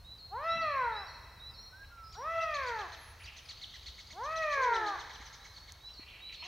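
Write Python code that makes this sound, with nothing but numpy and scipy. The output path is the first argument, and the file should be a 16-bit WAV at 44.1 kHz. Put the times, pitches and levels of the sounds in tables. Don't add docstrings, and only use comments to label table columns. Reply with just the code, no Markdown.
import sys
import numpy as np
from scipy import signal
from scipy.fft import rfft, irfft, next_fast_len
from scipy.io import wavfile
from scipy.ndimage import uniform_filter1d, map_coordinates

SR = 44100
rng = np.random.default_rng(int(sys.argv[2]) if len(sys.argv) > 2 else 0)


def attenuation_scalar(level_db):
    decades = np.asarray(level_db, float) / 20
    return 10 ** decades


def master_out(mix):
    frames = np.transpose(np.atleast_2d(mix))
    ceiling = np.clip(frames, -1, 1)
    pcm = np.round(ceiling * 32767).astype(np.int16)
    wavfile.write(sys.argv[1], SR, pcm)


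N = 285500
LEFT_MINUS_RIGHT = np.array([[1], [-1]])


def shape(hz, points):
    at, value = np.transpose(points)
    return np.interp(np.log(np.maximum(hz, 1)), np.log(at), value)


def walk(rate):
    k = int(SR / rate)
    held = np.repeat(rng.standard_normal(N // k + 1), k)
    return 1.225 * uniform_filter1d(uniform_filter1d(held, k), k)[:N]


def band(hz, width):
    size = next_fast_len(N, True)
    bins_hz = np.arange(1, size // 2 + 2) * SR / size
    bell = np.exp(-(np.log(bins_hz / hz) / width) ** 2)
    x = irfft(rfft(rng.standard_normal(size)) * bell, size)[:N]
    return x / x.std()


def read(rows, start=0.):
    s, *columns = np.transpose(rows)
    s = s + start
    i = np.arange(max(int(s[0] * SR), 0), min(int(s[-1] * SR), N))
    edge_s = 0.0013
    gate = np.clip((i / SR - s[0]) / edge_s, 0, 1) * np.clip((s[-1] - i / SR) / edge_s, 0, 1)
    return i, gate, [uniform_filter1d(np.interp(i / SR, s, c), size=64) for c in columns]


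def swell(start, length, edge):
    i = np.arange(int(start * SR), min(int((start + length) * SR), N))
    rise = np.clip((i / SR - start) / edge, 0, 1)
    fall = np.clip((start + length - i / SR) / edge, 0, 1)
    return i, (rise * fall) ** 2


def add(out, i, hz, partials):
    phase = 2 * np.pi * (np.cumsum(hz) / SR + rng.random())
    for k, gain in partials:
        out[i] += np.sqrt(2) * gain * np.sin(k * phase)


def air():
    # frequency in Hz, level in dB per Hz.
    spectrum = [(20, -17), (65, 1), (220, -24.5), (1000, -21), (2700, -32), (5000, -32.5), (7500, -40.5),
                (16000, -37)]
    # frequency in Hz, likeness of left and right from 0 to 1.
    likeness = [(50, .995), (300, .98), (1000, .92), (4000, .82), (9000, .87), (13000, .83)]
    level_db = -56.5
    out, gust = 0, walk(1.3)
    for hz in 25 * 2 ** np.arange(0, 9.4, 1 / 3):
        like = np.clip(shape(hz, likeness), 0, 1)
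        swing_db = (1.2 * gust + 2.2 * walk(6)) * min(1., 150 / hz) + .8 * walk(3)
        gain = attenuation_scalar(shape(hz, spectrum) + 10 * np.log10(hz) + swing_db)
        mid = np.sqrt(1 + like) * band(hz, 0.3)
        side = np.sqrt(1 - like) * band(hz, 0.27)
        out = out + gain * (mid + side * LEFT_MINUS_RIGHT)
    return out * attenuation_scalar(level_db) / out.std()


def handling():
    # time in seconds, peak level in dB.
    ticks = [
        (5.7219, -31.5),
    ]
    # time in seconds, peak level in dB.
    knocks = [
        (5.203, -47),
        (5.995, -41),
    ]
    # middle in seconds, half width in seconds, level in dB.
    gust_s, half_s, gust_db = (0.594, 0.064, -55.5)
    out, t = np.zeros(N), np.arange(2000) / SR
    for s, db in ticks:
        out[int(s * SR):][:len(t)] += attenuation_scalar(db) * np.exp(-t / .0003) * np.sin(2 * np.pi * 6000 * t + 1.4)
    for s, db in knocks:
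        out[int(s * SR):][:len(t)] += attenuation_scalar(db) * np.exp(-t / 0.0032) * np.sin(2 * np.pi * 300 * t)
    push = np.exp(-((np.arange(N) / SR - gust_s) / half_s) ** 2)
    return out + attenuation_scalar(gust_db) * push * band(190, 0.51)


def woods(x):
    # band in Hz, near scatter in dB, its T60 in seconds, far tail in dB, its T60 in seconds.
    scatter = [(274, -38, 0.082, -32.5, 0.32), (700, -25, 0.33, -29.5, 1.4), (1210, -22.5, 0.15, -42, 5.7),
               (2785, -8.5, 0.62, -16, 2.25), (4640, -11.5, 0.59, -26, 0.59), (6130, -4, 0.064, -5.5, 2.6)]
    sway_s, echo_width = .0004, 0.29
    t, out = np.arange(N) / SR, []
    x = map_coordinates(x, [(t + sway_s * walk(12)) * SR], order=3)
    for _ in range(2):
        tail = 0
        for hz, near_db, near_t60, far_db, far_t60 in scatter:
            for db, t60, rise_s in ((near_db, near_t60, .04), (far_db, far_t60, .1)):
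                decay = (1 - np.exp(-(t / rise_s) ** 2)) * attenuation_scalar(-60 * t / t60)
                tail = tail + attenuation_scalar(db) * band(hz, .6) * decay / np.sqrt(np.sum(decay ** 2))
        out.append(signal.fftconvolve(x, tail[:3 * SR])[:N])
    return out[0] + echo_width * out[1] * LEFT_MINUS_RIGHT


def leaves(x):
    level_db, t60_s, width = -6, .08, .6
    decay = attenuation_scalar(-60 * np.arange(SR // 4) / SR / t60_s)
    spray = rng.standard_normal((2, len(decay))) * decay / np.sqrt(np.sum(decay ** 2))
    mid, side = (signal.fftconvolve(x, s)[:N] for s in spray)
    return attenuation_scalar(level_db) * (mid + width * side * LEFT_MINUS_RIGHT)


def gurgler():
    # start in seconds, length in seconds, level in dB, centre in Hz.
    gurgles = [
        (1.81, .06, -71, 2620),
        (1.95, .07, -65, 2360),
        (3.18, .17, -63, 2560),
        (5.87, .06, -69, 3100),
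        (5.98, .25, -60, 2600),
        (6.27, .09, -60, 2700),
        (6.4, .09, -56, 2850),
    ]
    out, grain = np.zeros(N), attenuation_scalar(4.5 * walk(70))
    wobble = 1 + .08 * walk(200) + .04 * walk(25)
    for s, length, db, hz in gurgles:
        i, gain = swell(s, length, .025)
        add(out, i, hz * wobble[i], [(0.98, gain * grain[i] * attenuation_scalar(db - 0.5))])
    return out * (1 + 1.13 * band(250, 1.0))


def whistlers():
    # seconds after onset, pitch in Hz, level in dB.
    rise = [(0, 3730, -25), (.012, 3760, -5), (.05, 3930, -1), (.085, 3990, 0), (.11, 3990, -2),
            (.122, 3960, -30)]
    drop = [(0, 5600, -22), (.005, 4800, -8), (.014, 4380, -3), (.035, 4260, -2), (.06, 4235, 0),
            (.095, 4235, -2), (.11, 4235, -30)]
    slide = [(0, 5150, -16), (.012, 5150, -5), (.028, 4970, -3), (.08, 5430, 0), (.13, 5610, 0),
             (.2, 5650, -5), (.24, 5620, -25)]
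    # onset in seconds, level in dB.
    rises = [(0.037, -50), (0.472, -48.5), (0.917, -48.5), (1.389, -47.5), (5.799, -51), (6.198, -46)]
    drops = [(-.04, -68), (0.175, -51), (0.61, -50.5), (1.065, -53.5), (1.532, -53.5)]
    slides = [(.43, -64), (.95, -62), (1.485, -64), (2.03, -63), (5.81, -70), (6.35, -68)]
    late_drops = [
        (5.933, -52),
        (6.335, -53),
    ]
    far_rises = [
        (5.4, -59),
    ]
    far_drops = [
        (5.535, -58),
    ]
    # start in seconds, length in seconds, first, middle and last pitch in Hz.
    far_call = [
        (1.705, .17, 1460, 1620, 1660),
        (1.89, .3, 1440, 1335, 1310),
    ]
    thin_song = [
        (2.945, .21, 11700, 11130, 10000),
        (3.17, 0.094, 9900, 10060, 9350),
        (3.414, 0.11, 9370, 9860, 9300),
    ]
    far_call_db = (-54, -58)
    thin_song_db = (-68.5, -71, -76)
    late_sharp, far_sharp = 1.013, 1.03
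    out, flutter = np.zeros(N), attenuation_scalar(3.04 * walk(50))
    songs = ((rise, rises, 1), (drop, drops, 1), (drop, late_drops, late_sharp), (slide, slides, 1),
             (rise, far_rises, far_sharp), (drop, far_drops, far_sharp))
    for note, events, sharp in songs:
        for s, level_db in events:
            i, gate, (hz, db) = read(note, s)
            add(out, i, hz * sharp, [(1, gate * attenuation_scalar(db + level_db))])
    tones = [*far_call, *thin_song]
    for (s, length, *path), db in zip(tones, [*far_call_db, *thin_song_db]):
        i, gain = swell(s, length, .03)
        hz = np.interp(i / SR - s, (0, length / 2, length), path)
        hz = uniform_filter1d(hz, size=900, mode="nearest")
        add(out, i, hz, [(0.99, gain * attenuation_scalar(db))])
    return out * flutter


def chatterer():
    # seconds after onset, share of the top pitch, level in dB.
    slip = [(-.033, 1.15, -25), (-.03, 1.1, -9), (-.021, .92, -10), (-.018, .88, -30)]
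    arch = [(-.003, .6, -22), (.001, .72, -4), (.006, .92, -1), (.012, 1.0, -1), (.018, .95, 0),
            (.025, .83, 1), (.033, .7, -1), (.04, .6, -22)]
    # onset in seconds, level in dB, top pitch in Hz.
    scolds = [(2.123, -58, 2490), (2.408, -53, 2036), (2.538, -51, 2240), (2.662, -48.5, 2350),
              (2.786, -51.5, 2150), (2.918, -56, 2174), (3.233, -54.5, 2403), (3.362, -55, 2174),
              (3.486, -50.5, 2310), (3.612, -53, 2243), (3.736, -53, 2105), (3.859, -51.5, 2250),
              (3.979, -52, 2262), (4.102, -54, 2274), (4.232, -54.5, 2145), (4.357, -51.5, 2130),
              (4.502, -51.5, 2174), (4.616, -49, 2255), (4.735, -47.5, 2090), (4.86, -50.5, 2246),
              (4.985, -52.5, 2203), (5.13, -55.5, 2075), (5.248, -56, 2122), (6.321, -54.5, 2296),
              (6.435, -54, 2230)]
    # start in seconds, gap in seconds, level in dB, change of level in dB
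    bouts = [
        (4.307, .1095, -56.5, 3),
        (5.092, .1174, -56.5, -0.25),
    ]
    bout_top_hz, bout_stretch, bout_first_db = 2270, .72, 1
    first_db, third_db, note_scatter_db = -4, -6, 1.6
    slip_ends_s, rasp_db = 4.2, -9
    out, rasp = np.zeros(N), band(3000, .75)
    fade = [attenuation_scalar(3.0 * walk(70)) for _ in range(3)]
    notes = [(*row, 1, first_db) for row in scolds]
    for (s, gap, db, step_db), count in zip(bouts, (3, 6)):
        for k in range(count):
            notes.append((s + k * gap, db + k * step_db, bout_top_hz, bout_stretch, bout_first_db))
    scatter_db = note_scatter_db * rng.standard_normal((40, 2))
    for (s, level_db, top_hz, stretch, low_db), (a, b) in zip(notes, scatter_db):
        for note in (slip, arch) if s < slip_ends_s else (arch,):
            i, gate, (share, db) = read(np.array(note) * [stretch, 1, 1], s)
            hz, gain = share * top_hz, gate * attenuation_scalar(db + level_db)
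            out[i] += gain * rasp[i] * attenuation_scalar(rasp_db)
            partials = []
            for k, partial_db in enumerate((low_db + a, 0, third_db + b)):
                partial_hz = (k + 1) * hz
                beak = 1 / (1 + (1900 / partial_hz) ** 8 + (partial_hz / 6900) ** 24)
                partials.append((k + 1, gain * fade[k][i] * attenuation_scalar(partial_db) * beak))
            add(out, i, hz, partials)
    return out * (1 + .22 * band(350, .8))


def cats():
    # time in seconds, pitch in Hz, level in dB, mouth opening as tilt in 6 dB per octave.
    yowls = [
        [(.295, 321.5, -68, -2.5), (.33, 396.6, -42, -2.5), (.4, 567, -38.5, -1.5), (.46, 665.8, -31, -0.5),
         (.615, 659.7, -32.5, 0), (.72, 573.3, -35, 0), (.85, 479.6, -35.5, -0.22), (1.03, 388.3, -47.5, 0.4),
         (1.07, 317.7, -65, -1)],
        [(2.15, 324, -63, 1.5), (2.19, 452, -42, -2.5), (2.26, 625, -36, -1.5), (2.31, 665.6, -32.5, -0.5),
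         (2.43, 651.8, -32, 0), (2.52, 613, -34, 0), (2.67, 496.2, -36, 0), (2.81, 412.5, -43.5, 0.5),
         (2.88, 314, -47.5, -1)],
        [(4.13, 294, -52, -4.5), (4.18, 391.3, -44.5, -1), (4.27, 607, -37, -0.5), (4.32, 643, -34.5, -0.5),
         (4.4, 648, -30.5, -0.5), (4.55, 565.4, -32, 0.5), (4.69, 477.4, -32, 0), (4.93, 394.6, -42, 1),
         (4.985, 334.6, -53, 0.5)],
        [(6.425, 310, -49, 0), (6.445, 338, -53.5, -2.5), (6.48, 403, -49, -2)],
    ]
    # frequency in Hz, gain in dB.
    throat = [(320, -20), (450, -10), (660, -8), (800, -2), (1000, -1.5), (1320, -4.5), (1700, -9.5),
              (2650, -17)]
    # frequency in Hz, gain in dB.
    upper = [(1500, -36), (2600, -35), (3300, -33), (4000, -43), (5000, -52), (5900, -43), (6600, -56),
             (9000, -70)]
    # time in seconds, pitch in Hz, level in dB.
    answer = [(4.555, 404, -76), (4.58, 454, -47), (4.63, 481, -46), (4.7, 440, -45), (4.82, 350, -49),
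              (4.9, 320, -53), (4.93, 316.8, -59.5)]
    answer_partials_db = (-1, -2.5, -14)
    upper_fade_db = 30
    rasp_db = -25
    out, tremble, rasp = np.zeros(N), 1 + .002 * walk(60), band(1300, .75)
    waver = [attenuation_scalar(2.4 * walk(20)) for _ in range(14)]
    for rows in yowls:
        i, gate, (hz, loud_db, mouth) = read(rows)
        hz = uniform_filter1d(hz, size=1500, mode="nearest")
        out[i] += gate * rasp[i] * attenuation_scalar(loud_db + rasp_db)
        effort_db = loud_db + upper_fade_db * np.log2(hz / 660)
        partials = []
        for k in range(1, 15):
            if k < 5:
                db = loud_db + shape(k * hz, throat) + 6 * mouth * np.log2(max(k, 2) / 2)
            else:
                db = effort_db + shape(k * hz, upper)
            partials.append((k, gate * waver[k - 1][i] * attenuation_scalar(db)))
        add(out, i, hz * tremble[i], partials)
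    i, gate, (hz, db) = read(answer)
    add(out, i, hz, [(k + 1, gate * attenuation_scalar(db + d)) for k, d in enumerate(answer_partials_db)])
    return out


def scene():
    cat, whistle, chatter, gurgle = cats(), whistlers(), chatterer(), gurgler()
    echo = woods(cat + attenuation_scalar(-6) * whistle + attenuation_scalar(-5) * chatter + attenuation_scalar(-2.7) * gurgle)
    birds = whistle * attenuation_scalar([[-.8], [.8]]) + (chatter + gurgle) * attenuation_scalar([[-.3], [.3]])
    near = cat * attenuation_scalar([[.15], [-.15]]) + birds + leaves(.5 * whistle + chatter + gurgle)
    return near + echo + handling() + air()


def band_limit(x):
    return signal.sosfilt(signal.butter(12, 16410, fs=SR, output="sos"), x)


def record(dry):
    steep = signal.ellip(10, .2, 80, 15740, fs=SR, output="sos")
    return band_limit(signal.sosfilt(steep, dry))


dry = scene()
out = record(dry)
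master_out(out)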